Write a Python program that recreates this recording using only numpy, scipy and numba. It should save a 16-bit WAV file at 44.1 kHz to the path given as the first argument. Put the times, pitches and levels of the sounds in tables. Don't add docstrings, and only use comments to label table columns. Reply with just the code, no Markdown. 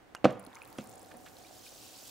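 import sys
import numpy as np
from scipy import signal
from scipy.fft import rfft, irfft
from scipy.io import wavfile
from scipy.ndimage import uniform_filter1d
from numba import njit

SR = 44100
rng = np.random.default_rng(int(sys.argv[2]) if len(sys.argv) > 2 else 0)


def transcribe(u):
    v = np.clip(np.atleast_2d(u).T, -1, 1)
    q = np.round(v * 32767).astype(np.int16)
    wavfile.write(sys.argv[1], SR, q)


def volts(x):
    e = np.asarray(x, float) / 20
    return 10 ** e


N = 92610

# freq_hz, density_db (per Hz)
HUM_SPECTRUM = [(45, -5.5), (170, -16), (300, -8), (430, -13.5), (740, -21.5), (1600, -18.5), (4500, -33.5),
                (15000, -44.5)]
# time_s, gurgle_level_db, slosh_level_db
STIRRING = [(.0, -63.5, -101), (.2, -57.5, -66.5), (.3, -55, -56), (.6, -58, -56), (.9, -52, -61.5),
            (1.2, -53.5, -75.5), (1.6, -58, -69), (2.1, -58.5, -68)]
# freq_hz, width_hz, level_db
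BOWL_HOLLOW = [(120, 21, -11.5), (198, 20, -13), (315, 21, 0), (528, 91, -2.5), (735, 50, 8.5),
               (648, 260, 0.5), (1450, 25, -36)]
# start_s, level_db, centre_hz, rise_s, t60_s
SPLASHES = [(0.1503, -44, 1300, 0.0006, 0.045), (.1496, -47, 6500, .0005, .02),
            (0.2416, -28, 2400, 0.003, 0.05), (.2470, -37, 5400, .0005, 0.015),
            (0.253, -31, 3220, 0.00073, 0.032), (0.257, -42, 1200, 0.0057, 0.28),
            (0.262, -49, 457, 0.0044, 0.66), (.7835, -43, 2400, 0.002, 0.03), (.79, -54, 2500, .004, .15),
            (.256, -46, 2600, .004, .3), (.262, -41, 120, 0.0066, 0.43),
            (0.783, -49.5, 7100, 0.00086, 0.047), (1.1115, -45, 1450, 0.003, 0.035),
            (1.112, -50, 2600, .003, .03), (1.141, -56, 1600, .003, .06), (1.253, -50, 1500, .012, 0.1),
            (1.275, -53, 1700, .004, .03), (1.255, -53, 3000, 0.009, .1)]
# start_s, level_db, pitch_hz,
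# length_cycles, pitch_rise (fraction)
DROPS = [(0.1497, -22, 1250, 1.6, 0.054), (.1498, -25, 5500, 1.1, .02), (.1511, -34, 4500, 1.5, .02),
         (.158, -46, 9000, 9., 0.035), (0.1646, -42, 2800, 22, .02), (.168, -54, 6800, 16, .02),
         (.176, -55, 6900, 16, .04), (0.554, -39, 6060, 20, 0.053), (.560, -54, 1950, 30, 0.3),
         (0.571, -40, 1180, 5.5, 0.11), (.613, -54, 2250, 35, 0.25), (.634, -55, 2550, 22, .16),
         (.670, -54, 2300, 38, 0.2), (1.398, -53, 3050, 10, .03), (1.447, -48, 2330, 24, 0.029),
         (1.466, -47.5, 3780, 25, 0.041), (1.5098, -37, 650, 2.6, .05), (1.1132, -44, 1400, 4, .03),
         (1.1157, -45, 2300, 4, .03), (1.665, -42, 2410, 18, 0.03), (.7861, -27, 265, 2.6, 0.013),
         (0.7940, -29, 205, 3.6, .01), (.798, -38, 560, 3, .03), (.813, -38, 215, 2.5, .02),
         (.7842, -36, 3200, 9, .01), (.7848, -36, 2150, 8, .04), (.8062, -46, 4000, 8, .03),
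         (1.1412, -36, 600, 2.6, .03), (1.1455, -43, 800, 2.5, .03), (1.956, -46, 5000, 20, .02),
         (.472, -35.5, 267, 2.9, 0.035), (1.148, -44, 230, 8.3, 0.041)]
# start_s, level_db, contact_ms
BOWL_KNOCKS = [
    (0.2439, -15, 1.37),
    (0.2469, -15, 2.3),
    (.2540, -7.5, 1.28),
    (0.258, -18.5, 1.75),
    (0.2795, -44, 4.5),
    (0.787, -39, 1.15),
]
# freq_hz, level_db, t60_s
BOWL_MODES = [(133, 5, 0.062), (199, -2, 0.18), (236.3, 4.5, 0.059), (315.6, 6, 0.0385), (523, 10, 0.029),
              (650, -1, 0.022), (752, -9.5, 0.064), (1058, -12, 0.058), (1253, 11, 0.013),
              (1488, 17.5, 0.02), (1940, -30, 0.0073)]
# time_s, fizz_level_db, spray_level_db, crackle_level_db
FOAM_GROWTH = [(.25, -100, -100, -63), (.36, -81, -94, -81), (.6, -67.5, -71, -79), (.9, -64.5, -72, -65.5),
               (1.15, -65.5, -70.5, -73.5), (1.33, -63.5, -66.5, -67.5), (1.4, -58.5, -66, -73),
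               (1.6, -56, -62.5, -76), (1.88, -53, -61, -77), (2.1, -52.5, -58.5, -71)]
# pitch_hz, level_db
FIZZ_SIZES = [(1500, -82), (2400, -14), (4500, -4.5), (7000, -3), (10000, -5.5), (12000, -30)]
# start_s, peak_db, pitch_hz
SURFACE_POPS = [(0.307, -41, 6500), (0.396, -37.5, 9800), (0.4279, -49, 14000), (0.4497, -41.5, 9800),
                (0.4690, -44, 10300), (0.5474, -44, 9600), (0.5546, -37.5, 5940), (0.626, -42, 9870),
                (0.6496, -40, 8450), (0.6864, -41.5, 8350), (0.7617, -61, 8200), (0.8112, -43, 6500),
                (0.8395, -51, 6900), (0.872, -42, 9940), (0.8947, -38.5, 8550), (0.9173, -40, 6250),
                (0.9373, -41, 6200), (0.9945, -39, 8600), (1.018, -41, 8360), (1.0296, -39, 9300),
                (1.0606, -42.5, 6240), (1.1707, -40.5, 10000), (1.3857, -43, 6500), (.3245, -48, 12000),
                (.3285, -47, 13000), (0.4033, -48, 9000), (.440, -46, 4560), (0.4649, -38.5, 4270),
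                (.505, -52, 12940), (0.53, -48.5, 3550), (0.5493, -43, 3700), (0.588, -47, 8000),
                (.6335, -44, 14100), (0.6543, -42.5, 3800), (0.676, -40, 13500), (0.702, -42, 12900),
                (0.7283, -43, 13700), (0.7278, -42, 4500), (.7775, -45, 10000), (0.8, -44.5, 7000),
                (.8195, -42, 5460), (.841, -41, 13100), (0.891, -45, 5800), (.901, -40, 13000),
                (.9115, -53, 6500), (.957, -39, 9200), (1.0477, -43, 4200), (1.0926, -48.5, 4360),
                (1.103, -46.5, 7500), (1.139, -47, 9000), (1.184, -48, 13000), (1.2447, -49, 6100),
                (1.3684, -41.5, 4100)]
# freq_hz, gain_db
MIC_RESPONSE = [(2000, -1), (9500, 1), (11500, -2), (13500, 1), (15700, 2), (16300, -48)]

STEREO_WIDTH = 0.88


def level(x, db):
    return x * volts(db) / np.sqrt(np.mean(x ** 2))


def curve(table, axis):
    table = np.array(table, float)
    return volts(np.interp(np.arange(N) / SR, table[:, 0], table[:, axis]))


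def band(x, hz, width):
    return signal.lfilter(*signal.iirpeak(min(hz, 0.45 * SR), hz / width, fs=SR), x)


def with_hissy_tail(x, gain, decay_samples):
    shape = (len(x) if gain > 0.2 else 1, 300)
    hiss = gain * rng.standard_normal(shape) * np.exp(-np.arange(300) / decay_samples)
    return x + signal.fftconvolve(x, hiss, axes=1)[:, :N]


@njit
def ring(out, start, hz, cycles, size, rise, side):
    for k in range(len(start)):
        length = cycles[k] * SR / hz[k]
        phase = 0.
        for j in range(min(int(2.5 * length), out.shape[1] - start[k])):
            v = size[k] * np.exp(-2 * j / length) * min(8 * j / length, 1.) * np.sin(phase)
            out[0, start[k] + j] += v * (1 + side[k])
            out[1, start[k] + j] += v * (1 - side[k])
            phase += 2 * np.pi * min(hz[k] * (1 + rise[k] * j / length) / SR, .45)
    return out


def grains(start_s, hz, cycles, size, rise, side):
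    one = np.ones(len(start_s))
    start = np.clip(start_s * SR, 0, N - 1).astype(np.int64)
    hz = np.minimum(hz, 0.38 * SR) * one
    return ring(np.zeros((2, N)), start, hz, cycles * one, size * one, rise * one, side * one)


def swarm(count, lo_hz, hi_hz, cycles, spread, rise, colour=None, rare=0.0028):
    when, pitch, loudness, length, place = rng.random((count, 5)).T
    hz = lo_hz * (hi_hz / lo_hz) ** pitch
    db = -spread * np.log(loudness + rare)
    if colour:
        colour_hz, colour_db = np.array(colour).T
        db = db + np.interp(np.log(hz), np.log(colour_hz), colour_db)
    side = STEREO_WIDTH * (2 * place - 1)
    return level(grains(when * N / SR, hz, cycles * (0.5 + length), volts(db), rise, side), 0)


def hum():
    f = np.fft.rfftfreq(N, 1 / SR) + 1
    hz, db = np.array(HUM_SPECTRUM).T
    shape = volts(np.interp(np.log(f), np.log(hz), db))
    shape = shape * f ** 2 / (f ** 2 + 36.0 ** 2)
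    mid, side = rfft(rng.standard_normal((2, N))) * shape
    side = side * np.clip(1.35 + f / 1000.0 + 220.0 / f, 0, 0.8)
    return level(irfft(np.array([mid + side, mid - side]), N), -58.5)


def gurgle():
    low = swarm(count=2500, lo_hz=90.0, hi_hz=1690, cycles=1.22, spread=0.61, rise=0.11)
    middle = low.mean(0)
    low = middle + 1.3 * (low - middle)
    hollow = sum(volts(db) * band(low, hz, width) for hz, width, db in BOWL_HOLLOW)
    return level(hollow, 0) * curve(STIRRING, axis=1)


def splashes():
    out, t = np.zeros(N), np.arange(N) / SR
    q = 1.79
    for start_s, db, hz, rise_s, t60_s in SPLASHES:
        age = np.maximum(t - start_s, 0)
        roughness = volts(15.0 * uniform_filter1d(rng.standard_normal(N), size=36))
        noise = rng.standard_normal(N) * roughness
        burst = band(band(noise, hz, hz / q), hz, 2.07 * hz / q)
        swell = np.minimum(age / rise_s, 1) ** 2
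        decay = volts(-60 * np.maximum(age - rise_s, 0) / t60_s)
        out += level(burst, db) * swell * decay
    return out


def drops():
    start_s, db, hz, cycles, rise = np.array(DROPS).T
    flutter = volts(8.0 * uniform_filter1d(rng.standard_normal(N), size=144) * 12)
    rising = rise > 0.15
    chirps = grains(start_s, hz, cycles, volts(db) * rising, rise, 0)
    plain = grains(start_s, hz, cycles, volts(db) * ~rising, rise, 0)
    return chirps * flutter + plain


def slosh():
    wash = swarm(count=1800, lo_hz=843, hi_hz=3000, cycles=4.8, spread=1.3, rise=0.1, rare=0.02,
                 colour=[(800, 10), (1500, 4.5), (3000, -4.5)])
    return wash * curve(STIRRING, axis=2)


def knocks():
    push, t = np.zeros(N), np.arange(N) / SR
    for start_s, db, ms in BOWL_KNOCKS:
        contact = np.clip((t - start_s) / ms * 1000, 0, 1)
        push += volts(db) * np.sin(np.pi * contact) ** 2 / ms
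    jolt = np.diff(push, prepend=0)
    body = 0
    for hz, db, t60_s in BOWL_MODES:
        r, w = volts(-60 / (t60_s * SR)), 2 * np.pi * hz / SR
        mode = signal.lfilter([1, -r * np.cos(w)], [1, -2 * r * np.cos(w), r * r], jolt)
        body = body + volts(db) * mode
    return 0.41 * body


def table_thump():
    return grains(np.array([0.2490]), hz=42, cycles=0.74, size=volts(-37), rise=0, side=-0.38)


def foam():
    fizz = swarm(count=20000, lo_hz=1490, hi_hz=11480, cycles=15.0, spread=2.0, rise=0.11,
                 colour=FIZZ_SIZES)
    spray = swarm(count=9000, lo_hz=10000, hi_hz=16000, cycles=8.0, spread=2.0, rise=0.05)
    crackle = swarm(count=300, lo_hz=5000, hi_hz=14000, cycles=2.5, spread=2.5, rise=0.1, rare=0.03)
    crackle = crackle * (np.arange(N) > 0.3 * SR)
    crackle = with_hissy_tail(crackle, gain=0.12, decay_samples=70.0)
    crackle = signal.lfilter(*signal.butter(2, 3500.0, "high", fs=SR), crackle)
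    swell = volts(1.1 * uniform_filter1d(rng.standard_normal(N), size=2500) * 50)
    fizz = fizz * swell * curve(FOAM_GROWTH, axis=1)
    spray = spray * swell * curve(FOAM_GROWTH, axis=2)
    return fizz + spray + crackle * curve(FOAM_GROWTH, axis=3)


def pops():
    start_s, db, hz = np.array(SURFACE_POPS).T
    length, place = rng.random((len(start_s), 2)).T
    ringing = grains(start_s, hz, 5.0 * (0.2 + length), volts(db), 0.031, 0.9 * (place - 0.5))
    tick = grains(start_s + 0.0004, 10100.0, 2.7, volts(db - 4.5), 0, 0)
    late_tick = grains(start_s + 0.0011, 14200.0, 3.5, volts(db - 10), 0, 0.6 * (length - 0.5))
    return with_hissy_tail(ringing + tick + late_tick, gain=0.21, decay_samples=60.0)


def room(x):
    t60_s, tail_db, dull_hz = 0.39, -23, 1680
    t = np.arange(int(0.7 * SR)) / SR
    envelope = volts(-60 * t / t60_s) * np.clip(t / 0.0043 - 0.3, 0, 1)
    mid, side = rng.standard_normal((2, len(t))) * envelope
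    tail = np.array([mid + 0.25 * side, mid - 0.39 * side])
    tail = signal.lfilter(*signal.butter(1, dull_hz, fs=SR), tail)
    tail = volts(tail_db) * tail / np.sqrt(np.sum(tail ** 2) / 2)
    return signal.fftconvolve(x, tail, axes=1)[:, :N]


def scene():
    water = gurgle() + slosh() + drops() + splashes()
    near = water + knocks() + table_thump() + foam() + pops()
    return (near + room(near) + hum()) * volts(np.array([[-1], [1]]))


def band_limit(x):
    return signal.sosfilt(signal.butter(12, 16610, fs=SR, output="sos"), x)


def record(dry):
    f = np.fft.rfftfreq(N, 1 / SR)
    left_treble_db = 13 * np.clip(f / 18000.0 - 0.6, 0, 1)
    colour = np.interp(f, *np.array(MIC_RESPONSE).T) + np.array([[1], [0]]) * left_treble_db
    left, right = irfft(rfft(dry) * volts(colour), N)
    left = signal.lfilter(*signal.butter(1, 70.0, "high", fs=SR), left)
    mix = np.tanh(1.273 * np.array([left, right])) / 1.493
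    return band_limit(mix)


dry = scene()
out = record(dry)
transcribe(out)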